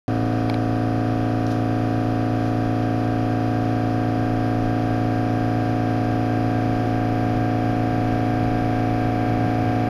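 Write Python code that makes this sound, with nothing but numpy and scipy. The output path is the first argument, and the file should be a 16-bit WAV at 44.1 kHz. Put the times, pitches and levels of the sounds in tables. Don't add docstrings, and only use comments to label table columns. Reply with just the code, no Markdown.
import sys
import numpy as np
from scipy import signal
from scipy.fft import rfft, irfft, next_fast_len
from scipy.io import wavfile
from scipy.ndimage import map_coordinates

SR = 44100
rng = np.random.default_rng(int(sys.argv[2]) if len(sys.argv) > 2 else 0)


def convert_level_to_amplitude(level_db):
    exponent = np.asarray(level_db, float) / 20
    return 10 ** exponent


def wav_record(signal):
    frames = np.transpose(np.atleast_2d(signal))
    bounded = np.clip(frames, -1, 1)
    quanta = np.round(bounded * 32767).astype(np.int16)
    wavfile.write(sys.argv[1], SR, quanta)


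N = 436149

SHAFT_HZ, TOP_ORDER = 27.9953, 535
MAINS_HZ, CHOPPER_HZ = 60.008, 1600.12
START_S, CUTOFF_HZ = .0802, 14960

# (multiple of the mains, level [dB rms])
MAINS_TONES = [(1, -55), (2, -46), (22, -63), (24, -60), (26, -61), (29, -72), (30, -62), (32, -68),
               (58, -78)]
# (frequency [Hz], level [dB rms], wander [Hz])
CARRIERS = [(3200.25, -74, .1), (14400, -82, .1), (690, -58, .5), (662, -62, .5), (1061, -65, 1.1)]
# (frequency [Hz], density [dB per Hz])
HISS = [(200, -98), (500, -77.5), (800, -80), (1000, -79.5), (2000, -84.5), (3300, -83.5), (3600, -88),
        (5500, -90), (6400, -96.5), (8000, -101), (9500, -103), (11300, -102), (11800, -107), (15000, -110)]
# (frequency [Hz], width [Hz], height over the hiss [dB])
PANELS = [(653, 21, 16), (810, 60, 5), (1130, 37, 3), (1590, 97, 1), (2340, 160, 3.5), (4800, 240, 5.5)]
# (time [s], frequency [Hz], level [dB])
WHINE = [(2.0, 625, -75), (2.4, 674, -60), (3.0, 746, -66), (3.7, 900, -68), (4.2, 990, -80)]
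# (middle [s], level [dB], length [s])
JOINTS = [
    (2.57, -40, .09),
    (6.385, -31, .08),
    (6.847, -24, .105),
    (9.12, -32, .06),
]
# (time [s], peak [dB], share of low knock [0-1], pitch scale of the ticks [ratio])
CLICKS = [
    (.4935, -34, .5, 1.0),
    (.4985, -22, .9, 1.0),
    (.5425, -26, .9, .95),
    (1.467, -31, .02, 1.33),
    (1.506, -40, .2, 1.2),
]
# (time [s], level [dB rms])
CHOPPER = [(0, -55.5), (1.7, -53), (3, -49), (5.5, -45), (9.9, -45)]
# (frequency [Hz], level over the hiss density [dB])
FINE_ORDERS = [(2800, 19), (3500, 9.5), (6000, 10), (11000, 13.5), (13500, 15.5)]
# (centre [Hz], width [Hz], depth [dB])
CAPSULE_DIP = (8030, 1520, -11.5)
# (frequency [Hz], level [dB])
FLOOR_MODES = [(262, -3.5), (305, -5), (352, -4)]
# (frequency [Hz], level [dB], t60 [s])
KNOCK_MODES = [(900, -4, 0.011), (1800, -11, .008), (2300, -6, 0.0094)]
# (frequency [Hz], level [dB], t60 [s])
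TICK_MODES = [(3160, -9, 0.0098), (3750, -13, .006), (4270, -4.5, 0.0078), (5040, -14, 0.0041),
              (7600, -22, .004), (11300, -18, .004), (12600, -22, .002)]
# (multiple of the shaft rate, level [dB rms], gain as the load comes
# on [dB])
STRONG_ORDERS = [(1, -41.5, 0), (2, -46.5, 0), (3, -48.7, 0), (4, -25.4, 0), (5, -40.9, 0), (6, -41.1, 0),
                 (7, -42.4, 0), (8, -38.6, 0), (9, -27.9, 0), (10, -32.2, 0), (11, -30, 0), (12, -40.6, 0),
                 (13, -51.9, -4), (14, -44.3, 0), (15, -38.1, 0), (16, -49.5, 0), (17, -45.1, 7),
                 (18, -38.5, 0), (19, -45.9, 3), (20, -40.8, 0), (21, -47.7, 0), (22, -39.1, 0),
                 (23, -48, 9), (24, -39.9, 0), (25, -48.3, -6), (26, -31.5, 4.6), (27, -52.4, -5),
                 (28, -53.4, 0), (29, -45.5, 9), (30, -53.5, 0),
                 (35, -49.4, 0), (38, -56, 6), (41, -46.7, 0), (43, -48.7, 0), (44, -52.8, 0),
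                 (45, -53.5, -7), (46, -51.4, 0), (47, -52.5, 5), (54, -53, -11), (56, -53.8, 6),
                 (57, -51.5, 0), (60, -55.6, 4), (63, -55, 8), (65, -54.2, 0), (66, -54.8, 0),
                 (77, -59.4, 8), (82, -58.3, 18), (86, -59.5, 8), (88, -58.4, 4), (89, -59.2, 0),
                 (92, -61.3, 6), (94, -59.7, 5), (113, -64.7, 0)]
# (frequency [Hz], level [dB rms], gain as the load comes on [dB])
WEAK_ORDERS = [(870, -56, 3), (1010, -64.5, 1), (1430, -56, 2), (1720, -64.5, 2), (2150, -66, 5),
               (2740, -68, 4), (3100, -73, 1.5), (3360, -69.5, 1.5)]
# (time [s], share of the final speed [ratio])
SPEED = [(0, .05), (2.5, .25), (5, 0.68), (7, 0.92), (9.9, 1.07)]
# (low edge [Hz], high edge [Hz], level at rest [dB], gain at final speed [dB],
#                 lump depth [dB], lump rate [per s])
ROLLING_LAYERS = [
    (16, 54, -48.5, 9, 2.5, 3.3),
    (81, 214, -50, 14, 2.5, 4.3),
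    (170, 417, -53, 10.5, 1.5, 6),
    (380, 2400, -65.5, 14, 1, 3.4),
]
# (peak [s], level [dB], rise [dB per s], fall [dB per s])
RUSTLES = [
    (1.52, -47, 190, 250),
    (2.48, -53, 170, 150),
    (6.87, -60, 150, 120),
]


def seconds():
    return np.arange(N) / SR


def in_time(rows):
    s, *columns = np.transpose(rows)
    return [np.interp(seconds(), s, column) for column in columns]


def at_hz(points, hz):
    points_hz, points_db = np.array(points)[:, :2].T
    return np.interp(np.log(hz + 1), np.log(points_hz), points_db)


def drift(rate):
    r = np.exp(-80 * np.pi * rate / SR)
    slow = signal.lfilter([1], [1, -2 * r, r * r], rng.standard_normal(N // 40 + 4002))[4000:]
    slow = (slow - slow.mean()) / slow.std()
    return np.interp(np.arange(N) / 40, np.arange(len(slow)), slow)


def band(low_hz, high_hz):
    sos = signal.butter(2, [low_hz, high_hz], "band", fs=SR, output="sos")
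    noise = signal.sosfilt(sos, rng.standard_normal(N + SR))[SR:]
    return noise / noise.std()


def ring(x, hz, t60):
    r, w = convert_level_to_amplitude(-60 / (t60 * SR)), 2 * np.pi * hz / SR
    return signal.lfilter([0, np.sin(w)], [1, -2 * r * np.cos(w), r * r], x + 1e-18)


def hiss(turns):
    size = next_fast_len(N)
    hz = np.arange(size // 2 + 1) * SR / size
    colour_db = at_hz(HISS, hz)
    for panel_hz, width_hz, db in PANELS:
        colour_db += db / (1 + (2 * (hz - panel_hz) / width_hz) ** 4)
    spectrum = rfft(rng.standard_normal(size)) * convert_level_to_amplitude(colour_db) * (hz > 100)
    noise = irfft(spectrum, size)[:N] * np.sqrt(SR / 2)
    pulse_db, patchy_db = 1.0, 0.5
    return noise * convert_level_to_amplitude(pulse_db * np.sin(2 * np.pi * turns) + patchy_db * drift(6.2))


def supply():
    tones = [(k * MAINS_HZ, db, .02) for k, db in MAINS_TONES] + CARRIERS
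    flutter, wander = drift(3.0), drift(1.0)
    out = np.zeros(N)
    for hz, db, wander_hz in tones:
        cycles = rng.random() + np.cumsum(hz + wander_hz * wander) / SR
        out += convert_level_to_amplitude(db + 0.99 * flutter) * np.sqrt(2) * np.sin(2 * np.pi * cycles)
    return out


def rolling():
    speed, = in_time(SPEED)
    out = np.zeros(N)
    for low_hz, high_hz, rest_db, gain_db, lumps_db, rate in ROLLING_LAYERS:
        level_db = rest_db + gain_db * speed + lumps_db * drift(rate)
        out += convert_level_to_amplitude(level_db) * band(low_hz, high_hz)
    return out


def joints():
    out = np.zeros(N)
    for s, level_db, length in JOINTS:
        swell = np.hanning(round(length * SR))
        t, at = np.arange(len(swell)) / SR, round((s - length / 2) * SR)
        for hz, db in FLOOR_MODES:
            mode = np.sin(2 * np.pi * (hz * t + rng.random()))
            out[at:at + len(t)] += swell * convert_level_to_amplitude(level_db + db) * mode
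    return out


def whine():
    hz, level_db = in_time(WHINE)
    tone = np.sqrt(2) * np.sin(2 * np.pi * np.cumsum(hz) / SR)
    return convert_level_to_amplitude(level_db + 2.1 * drift(5)) * tone


def rustle():
    t, level = seconds(), np.zeros(N)
    for s, db, rise, fall in RUSTLES:
        level += convert_level_to_amplitude(db - np.maximum(rise * (s - t), fall * (t - s)))
    grain = convert_level_to_amplitude(2.5 * drift(120))
    return level * grain * (band(2500, 6100) + 0.25 * band(8500, 12500))


def clicks():
    out = np.zeros(N)
    for s, peak_db, knock, scale in CLICKS:
        touch = np.zeros(900)
        touch[[0, 1, 30, 31]] = convert_level_to_amplitude(peak_db) * np.array([.5, 0.61, -0.32, -0.26])
        low = sum(convert_level_to_amplitude(db) * ring(touch, hz, t60) for hz, db, t60 in KNOCK_MODES)
        high = np.zeros(900)
        for k, (hz, db, t60) in enumerate(TICK_MODES):
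            high += (-1) ** k * convert_level_to_amplitude(db) * ring(touch, hz * scale, t60)
        out[round(s * SR):][:900] += 1.82 * (knock * low + high)
    return out


def chopper():
    level_db, = in_time(CHOPPER)
    tone = np.sqrt(2) * np.sin(2 * np.pi * CHOPPER_HZ * seconds())
    skirt = 0.38 * band(1540, 1648)
    return convert_level_to_amplitude(level_db) * (tone + skirt)


def order_levels(hz):
    scatter, swell_scatter = rng.standard_normal((2, len(hz)))
    weak = np.array(WEAK_ORDERS)
    coarse = hz < 3370
    weak_db = at_hz(weak, hz) + 4 * np.clip(scatter, -2, 1)
    fine_db = at_hz(HISS, hz) + at_hz(FINE_ORDERS, hz) + 5 * scatter
    level_db = np.where(coarse, weak_db, fine_db)
    weak_swell_db = at_hz(weak[:, ::2], hz) + 4 * swell_scatter
    fine_swell_db = 6 * (hz > 12300)
    swell_db = np.where(coarse, weak_swell_db, fine_swell_db)
    for k, db, gain_db in STRONG_ORDERS:
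        level_db[round(k)], swell_db[round(k)] = db, gain_db
    return level_db, swell_db


def machine(turns):
    count, size = 12, 16384
    wobble, loose_order = 0.0009, 14
    order = np.arange(TOP_ORDER + 1)
    level_db, swell_db = order_levels(order * SHAFT_HZ)
    level_db = level_db + np.outer(np.linspace(-.5, .5, count), swell_db)
    chance = rng.standard_normal(level_db.shape) + 1j * rng.standard_normal(level_db.shape)
    change = wobble * order * chance
    loose = (order / loose_order) ** 2 * rng.standard_normal(len(order))
    phase = -np.pi / 2 * order ** 2 + loose
    lines = convert_level_to_amplitude(level_db) * np.exp(1j * phase) * (order > 0)
    lines = lines * (1 + change) / np.sqrt(1 + 2 * (wobble * order) ** 2)
    cycles = irfft(lines, size) * size / np.sqrt(2)
    cycles = np.concatenate([cycles, cycles[:, :1]], axis=1)
    return map_coordinates(cycles, [np.linspace(0, count - 1, N), turns % 1 * size], order=1)


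def scene():
    turns = np.cumsum(SHAFT_HZ + .0015 * drift(0.26)) / SR
    background = hiss(turns) + supply() + rolling() + joints() + whine()
    near_microphone = rustle() + clicks()
    return (background + near_microphone + chopper() + machine(turns))[None]


def band_limit(x):
    return signal.sosfilt(signal.butter(12, 15070, fs=SR, output="sos"), x)


def record(dry):
    size = next_fast_len(N + SR // 10)
    hz = np.arange(size // 2 + 1) * SR / size
    dip_hz, width_hz, dip_db = CAPSULE_DIP
    dip = convert_level_to_amplitude(dip_db * np.exp(-(2 * (hz - dip_hz) / width_hz) ** 2))
    longer = np.pad(dry, [(0, 0), (0, size - N)], "reflect")
    coloured = irfft(rfft(longer) * dip * (hz < CUTOFF_HZ), size)[:, :N]
    switch_on = np.clip((seconds() - START_S) * SR / 3, 0, 1)
    fade_out = np.clip((N / SR - seconds()) / .004, 0, 1)
    return band_limit(coloured * switch_on * fade_out)


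dry = scene()
out = record(dry)
wav_record(out)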